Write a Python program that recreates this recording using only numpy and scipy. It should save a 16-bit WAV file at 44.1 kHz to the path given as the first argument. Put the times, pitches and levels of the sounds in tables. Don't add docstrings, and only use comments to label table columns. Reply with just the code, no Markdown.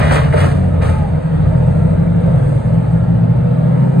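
import sys
import numpy as np
from scipy import signal
from scipy.fft import rfft, irfft, next_fast_len
from scipy.io import wavfile
from scipy.ndimage import uniform_filter1d, minimum_filter1d, map_coordinates

SR = 44100
rng = np.random.default_rng(int(sys.argv[2]) if len(sys.argv) > 2 else 0)


def unload_wav(signal):
    wavfile.write(
        sys.argv[1],
        SR,
        np.round(np.clip(np.atleast_2d(signal).T, -1, 1) * 32767).astype(np.int16),
    )


N = 176400

# (frequency [Hz], relative level [dB])
ROAR_SPECTRUM = [(200, -9.5), (330, -11), (480, 0), (620, -3), (760, -15), (920, -8), (1200, -26.5),
                 (2500, -40)]
# (frequency [Hz], relative level [dB])
GRIT_SPECTRUM = [(1500, -18), (3200, 2), (4300, 4), (5500, -1), (8000, -1), (10500, -5), (13000, -11),
                 (15000, -14), (18000, -20)]
# (frequency [Hz], relative level [dB], 60 dB decay time [s])
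STEEL_MODES = [(1040, 1, .11), (1250, -3, .12), (1405, -1, .1), (1513, -2, .1), (1620, -1, .12),
               (1836, 0, .12), (1975, -2, .09), (2085, -3, .09), (2410, -3, .1), (2902, -9, .12),
               (3370, -9, .14), (3736, -13, .14)]
CLANG_RISE_S = 0.00089


def engine(run, trim_db, overtone_db):
    # (frequency [Hz], relative level [dB])
    pipe = [(60, -18.5), (180, -8.5), (250, -17), (350, -19.5), (490, -20), (620, -30), (780, -34.5),
            (1000, -35), (1600, -37)]
    # (crank rate [Hz], level [dB])
    throb_spectrum = [(35, -43.5), (44, -27.5), (51, -30.5), (56, -29.5), (61, -47.5), (90, -42.5)]
    # (time [s], gain [dB])
    throb_swell = [(0, -9), (.85, -3.5), (1.05, -0.5), (1.27, -8), (1.45, 3.5), (2.7, 0), (3, -1)]
    uneven_db, drift_db, smear_rad, flutter_db, fade_s = -7.5, 4, 0.9, 1.13, 0.19
    firing_hz, db = curves(run)
    t = clock()
    knots = np.linspace(0, t[-1], 65)
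    drift = lambda: np.interp(t, knots, rng.standard_normal(len(knots)))
    fade = np.clip(1 + np.minimum(t - run[0][0], run[-1][0] - t) / fade_s, 0, 1)
    firings = np.cumsum(firing_hz * (1 + 0.004 * wobble(9))) / SR
    phase = 2 * np.pi * (firings + 0.006 * wobble(60) + rng.random())
    tone = np.sin(phase)
    throb = amp(along(throb_spectrum, firing_hz / 2) + curves(throb_swell)[0]) * np.sin(phase / 2)
    for k in [3, *range(5, 36)]:
        order = k / 4
        level = along(pipe, order * firing_hz) + overtone_db + uneven_db * (k % 4 > 0)
        gain = amp(level + drift_db * drift())
        tone += gain * np.sin(order * phase + smear_rad * drift() + 2 * np.pi * rng.random())
    return np.sqrt(2) * fade * (amp(db + trim_db + flutter_db * wobble(35)) * tone + throb), phase


def near_cars():
    # (time [s], firing rate [Hz], relative level [dB])
    car_a = [(0, 73, -13), (0.22, 82.3, -33), (0.4, 89.38, -15.5), (0.58, 90.56, -15.5), (0.75, 86.73, -17),
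             (0.9, 86, -18.5), (1.08, 88.22, -19.5), (1.27, 88.9, -30.5), (1.43, 96.07, -21.5),
             (1.58, 84.83, -20.5), (1.72, 92.4, -20.5), (1.92, 93.5, -20.5), (2.1, 97.2, -21),
             (2.5, 101.5, -22.5), (2.9, 107.8, -21), (3.22, 111.9, -15), (3.45, 118.5, -18.5),
             (3.65, 125, -18), (4, 132.7, -11.5)]
    car_b = [(0, 152.5, -20.5), (0.2, 150.3, -17.5), (0.42, 146.4, -19), (0.7, 151, -27), (1, 154.7, -27),
             (1.3, 162.5, -19.5), (1.6, 165.3, -21.5), (1.9, 170.8, -21), (2.25, 170.5, -17.5),
             (2.45, 160.4, -23.5), (2.7, 163.2, -18.5), (3.05, 164.2, -23), (3.4, 162.6, -21.5),
             (4, 162, -16.5)]
    car_c = [(0.9, 149.4, -23.5), (1.2, 149.5, -20.5), (1.45, 150, -18), (1.65, 152.2, -20.5),
             (1.85, 157.4, -14.5), (2.1, 160.3, -22), (2.35, 156.2, -21), (2.52, 160, -18),
             (2.7, 166.9, -21.5), (2.95, 170, -19), (3.25, 173, -18.5), (3.5, 179.6, -24),
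             (4, 189.7, -19.5)]
    car_d = [(0, 119.5, -25), (0.6, 121, -26), (1.1, 118.5, -26), (1.42, 122.4, -25), (1.57, 126.2, -12),
             (1.76, 126.1, -18.5), (1.95, 122.8, -28.5), (2.4, 121.7, -17.5), (2.8, 123.5, -17),
             (3.15, 124, -19), (3.42, 132.2, -17.5), (3.75, 140.1, -20.5), (4, 142.3, -17.5)]
    car_e = [(0, 129.7, -28.5), (0.3, 131.9, -16.5), (0.6, 136, -18), (1.2, 137.3, -32.5), (1.9, 133, -22),
             (2.05, 137.4, -19), (2.18, 142.8, -28.5), (2.35, 136.9, -13.5), (2.55, 146, -15.5),
             (2.75, 148.1, -26), (3.1, 151.4, -25)]
    sounds, phases = zip(engine(car_a, trim_db=0.49, overtone_db=1),
                         engine(car_b, trim_db=2.5, overtone_db=-1.8),
                         engine(car_c, trim_db=0, overtone_db=-0.44),
                         engine(car_d, trim_db=0, overtone_db=-6.5),
                         engine(car_e, trim_db=-0.82, overtone_db=-4.5))
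    return sum(sounds), phases


def exhaust_noise(phases):
    # (time [s], relative roar level [dB], relative rasp level [dB])
    levels = [(1.15, -33.5, -43.5), (1.34, -34, -42.5), (1.42, -32, -41.5), (1.98, -33.5, -44),
              (2.15, -34.5, -44), (2.28, -30.5, -42), (2.55, -35, -43), (2.8, -34.5, -44),
              (3.05, -37, -44.5), (3.3, -36.5, -44.5), (3.78, -34.5, -43), (3.9, -34.5, -44)]
    # (frequency [Hz], relative level [dB])
    rasp_spectrum = [(600, -5), (1100, 1), (1650, -1.5), (2200, -9), (2800, -14), (3400, -15.5),
                     (4300, -23), (5500, -30.5), (7500, -38.5)]
    roar_db, rasp_db = curves(levels)
    puffs = unit(amp(0.54 * sum(np.cos(phase) for phase in phases)))
    roar = amp(roar_db + 6.5) * noise(ROAR_SPECTRUM, patchy_db=2)
    rasp = amp(rasp_db + 5.5) * noise(rasp_spectrum, patchy_db=2.5)
    return puffs * (roar + rasp)


def exhaust_pops():
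    # (time [s], level [dB])
    pops = [(1.676, -19.5), (1.742, -23), (1.904, -20.5), (2.341, -23)]
    rise_s, fall_db_per_s = 0.0017, 795.5
    envelope = swells([(s, db, rise_s, 0, fall_db_per_s) for s, db in pops])
    return envelope * noise(ROAR_SPECTRUM, patchy_db=5.5)


def ring(modes, rise_s):
    t = clock()[:SR]
    hz, db, t60 = np.transpose(modes)[:, :, None]
    weights = amp(db + 2 * rng.standard_normal(db.shape))
    waver = np.array([np.interp(t, np.arange(110) / 110, rng.standard_normal(110)) for _ in modes])
    phase = 2 * np.pi * (hz * t + rng.random(hz.shape)) + 0.8 * waver
    tones = weights * amp(-60 * t / t60) * np.sin(phase)
    return (1 - np.exp(-t / rise_s)) * tones.sum(axis=0) / np.sqrt(np.sum(weights ** 2) / 2)


def barrier_blows():
    # (time [s], boom level [dB], clang level [dB], crack level [dB], clang centre [Hz])
    contacts = [(0.108, -21.5, -21, -37.5, 1664), (0.156, -18, -21.5, -34.5, 2205),
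                (0.325, -41.5, -24, -46, 2096), (0.337, -6, -23.5, -43, 1050),
                (0.356, -16.5, -29, -47, 2100), (0.402, -29, -24, -34, 3020), (0.513, -29, -31, -47, 1910),
                (0.739, -37.5, -37.5, -58.5, 1240), (0.821, -18, -33.5, -45, 2400),
                (0.893, -17.5, -31.5, -48.5, 1305)]
    # (frequency [Hz], relative level [dB], 60 dB decay time [s])
    panel_modes = [(410, -4, .16), (466, -1.5, 0.17), (540, -9, 0.19), (606.5, -4, 0.12), (720, -6.5, 0.02),
                   (866, -5, 0.081)]
    focus_db_per_octave, crack_rise_s, crack_fall_db_per_s = 16, 0.001, 900
    rings = np.zeros(N + SR)
    for s, boom_db, clang_db, _, centre_hz in contacts:
        struck = [(hz, db - focus_db_per_octave * abs(np.log2(hz / centre_hz)), t60)
                  for hz, db, t60 in STEEL_MODES]
        boom = amp(boom_db) * ring(panel_modes, rise_s=0.00051)
        clang = amp(clang_db) * ring(struck, CLANG_RISE_S)
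        rings[round(s * SR):][:SR] += boom + clang
    cracks = swells([(s, db, crack_rise_s, 0, crack_fall_db_per_s) for s, _, _, db, _ in contacts])
    return rings[:N] + cracks * noise(GRIT_SPECTRUM, patchy_db=-4.5)


def bodywork_crunch():
    # (time [s], level [dB], rise [s], hold [s], fall [dB/s])
    scrapes = [(-.02, -15.5, 0.011, 0.02, 80.5), (0.061, -22, 0.024, 0.038, 90),
               (0.107, -14.5, 0.005, 0.048, 129.5), (0.324, -23, 0.011, 0.029, 139),
               (0.36, -17.5, 0.015, 0.051, 112.5), (0.738, -39.5, 0.0048, .02, 142.5),
               (0.808, -24.5, 0.012, 0.055, 92.5)]
    # (frequency [Hz], relative level [dB])
    spectrum = [(150, -11), (300, 5.5), (450, 8), (620, 9), (740, 3), (980, 3), (1200, 3.5), (2000, -4),
                (2450, -6.5), (2700, -11.5), (3400, -14.5), (4600, -20.5), (7000, -33)]
    taps_per_s, scatter_db, rattle_db = 160, 5, -9
    crunch = unit(amp(1.5 * wobble(220)) * noise(spectrum, patchy_db=2.5))
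    taps = (rng.random(N) < taps_per_s / SR) * amp(scatter_db * rng.uniform(-1.2, 1, N))
    rattle = unit(signal.fftconvolve(taps, ring(STEEL_MODES, CLANG_RISE_S))[:N])
    return swells(scrapes) * (crunch + amp(rattle_db) * rattle)


def grit():
    # (time [s], level [dB], rise [s], hold [s], fall [dB/s])
    sprays = [(-.02, -44, 0.016, 0.13, 58), (.11, -37, 0.01, 0.028, 143), (.345, -38, 0.048, 0.027, 104.5),
              (.815, -46, .015, 0.066, 98.5)]
    return swells(sprays) * unit(amp(0.81 * wobble(600)) * noise(GRIT_SPECTRUM, patchy_db=-2))


def tyre_squeals():
    # (time [s], duration [s], start pitch [Hz], end pitch [Hz], level [dB])
    squeals = [(0.553, 0.14, 700, 756, -33), (0.682, .38, 1275, 1251, -39.5), (0.909, .19, 872, 786.4, -28),
               (3.428, 0.12, 492, 455, -21.5), (3.55, 0.23, 612, 546, -27.5), (3.677, .15, 515, 492, -28)]
    fade_s = 0.034
    out = np.zeros(N)
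    for s, length, start_hz, end_hz, db in squeals:
        progress = np.clip((clock() - s) / length, 0, 1)
        hz = (start_hz + (end_hz - start_hz) * progress ** 2) * (1 + 0.02 * wobble(160))
        fade = np.minimum(1, np.minimum(progress, 1 - progress) * length / fade_s)
        out += amp(db + 2.5 * wobble(90)) * fade * np.sin(2 * np.pi * np.cumsum(hz) / SR)
    return out


def distant_field():
    # (time [s], relative level [dB])
    rumble_levels = [(0.0, -19), (0.72, -28), (0.9, -19.5), (0.93, -24), (1.11, -23.5), (1.27, -43),
                     (1.39, -23), (1.49, -17), (1.59, -58.5), (1.73, -33), (3.39, -27.5), (3.41, -32),
                     (3.9, -32)]
    # (frequency [Hz], relative level [dB])
    rumble_spectrum = [(20, -18), (32, -30), (42, -17.5), (62, 1), (95, -2), (130, -6), (300, -74.5)]
    drone_spectrum = [(60, -38.5), (90, -6.5), (125, -5), (170, 11.5), (205, -5), (250, -9.5), (350, -10),
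                      (600, -32)]
    rumble = amp(curves(rumble_levels)[0] + 4) * noise(rumble_spectrum, patchy_db=1)
    return rumble + amp(-26) * noise(drone_spectrum, patchy_db=1)


def hiss():
    # (time [s], level [dB])
    levels = [(1, -62.5), (1.3, -63.5), (1.8, -60), (2.1, -65), (2.5, -57), (2.8, -62.5), (3.3, -67.5),
              (3.9, -62.5)]
    # (frequency [Hz], relative level [dB])
    spectrum = [(2500, -7), (5000, -3.5), (8000, 3), (9500, -4), (11000, 0), (12500, -25)]
    return amp(curves(levels)[0]) * noise(spectrum, patchy_db=1.5)


def noise(spectrum, patchy_db):
    # (frequency [Hz], correlation [1])
    coherence = [(50, 0.94), (170, 0.74), (280, 0.82), (450, 0.89), (600, 0.92), (780, 0.72), (1500, 0.21),
                 (2000, 0.86), (3000, 0.31), (4400, 1), (6600, 0.96), (8000, 0.86), (10000, 0.1),
                 (12000, 0.98)]
    def response(hz):
        angle = np.arccos(np.clip(along(coherence, hz), -1, 1)) / 2
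        gain = amp(along(spectrum, hz)) / (1 + (hz / spectrum[-1][0]) ** 10)
        return gain * [np.cos(angle), np.sin(angle)]
    cells = signal.stft(rng.standard_normal((2, N)), nperseg=2048)[2]
    patches = uniform_filter1d(rng.standard_normal(cells.shape[1:]), size=3, axis=0)
    patches = uniform_filter1d(patches, size=7, axis=1)
    pair = signal.istft(cells * amp(patchy_db * unit(patches)), nperseg=2048)[1][:, :N]
    mid, side = filtered(pair, response)
    return unit(np.array([mid + side, mid - side]))


def swells(events):
    t = clock()
    power = 0
    for s, db, rise, hold, fall in events:
        attack = np.clip((t - s) / rise, 0, 1)
        power += (attack * amp(db - fall * np.maximum(t - s - rise - hold, 0))) ** 2
    return np.sqrt(power)


def amp(db):
    return 10 ** (np.asarray(db) / 20)


def unit(x):
    return x / np.sqrt(np.mean(x ** 2) + 1e-20)


def clock():
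    return np.arange(N) / SR


def along(points, hz):
    f, values = np.transpose(points)
    return np.interp(np.log(hz + 1), np.log(f + 1), values)


def curves(rows):
    s, *columns = np.transpose(rows)
    return [np.interp(clock(), s, column) for column in columns]


def wobble(rate):
    return map_coordinates(rng.standard_normal(4096), [clock() * rate], mode="wrap")


def filtered(x, response):
    size = next_fast_len(N + SR // 2)
    return irfft(rfft(x, size) * response(np.fft.rfftfreq(size, 1 / SR)), size)[..., :N]


def limiter(x, ceiling=0.95, window_s=0.014):
    size = int(window_s * SR)
    needed = np.minimum(1, ceiling / (np.abs(x).max(axis=0) + 1e-9))
    held = minimum_filter1d(needed, size=2 * size)
    return x * uniform_filter1d(uniform_filter1d(held, size=size), size=size)


def scene():
    # (time [s], half width [s], depth [dB])
    dips = [(1.23, 0.019, 2), (2.624, 0.012, 14), (2.84, 0.014, 4.5), (3.921, 0.024, 5)]
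    dip_db = sum(depth * np.exp(-((clock() - s) / width) ** 2) for s, width, depth in dips)
    cars, phases = near_cars()
    race = amp(-dip_db) * (cars + distant_field()) + exhaust_noise(phases) + hiss() + exhaust_pops()
    crash = bodywork_crunch() + grit() + barrier_blows()
    return race + crash + tyre_squeals()


def record(dry):
    # (frequency [Hz], phase lead of the left [rad])
    phase_lead = [(60, 0), (130, .2), (215, .9), (260, 1.8), (345, 3.1), (600, 5), (870, 7.2), (980, 9.4),
                  (1150, 10.2), (1260, 12.8), (1550, 13.6), (1750, 11.9), (2600, 11.9), (3100, 15),
                  (3400, 14.8), (3700, 18.7), (4750, 18.9), (5200, 21.9), (5850, 22.1), (6300, 25),
                  (7050, 25.2), (7800, 28), (8200, 28.4), (9300, 32), (11000, 28.4), (12400, 28.2),
                  (13000, 25.1)]
    peak_hz, width_hz, left_db, right_db, cutoff_hz = 8000, 1390, 3.5, 17, 15400
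    def microphones(hz):
        peak = (hz > peak_hz) * np.exp(-((hz - peak_hz) / width_hz) ** 2)
        shift = np.exp(0.5j * along(phase_lead, hz))
        return np.array([amp(left_db * peak) * shift, amp(right_db * peak) / shift])
    return filtered(limiter(filtered(dry, microphones)), lambda hz: hz < cutoff_hz)


dry = scene()
out = record(dry)
unload_wav(out)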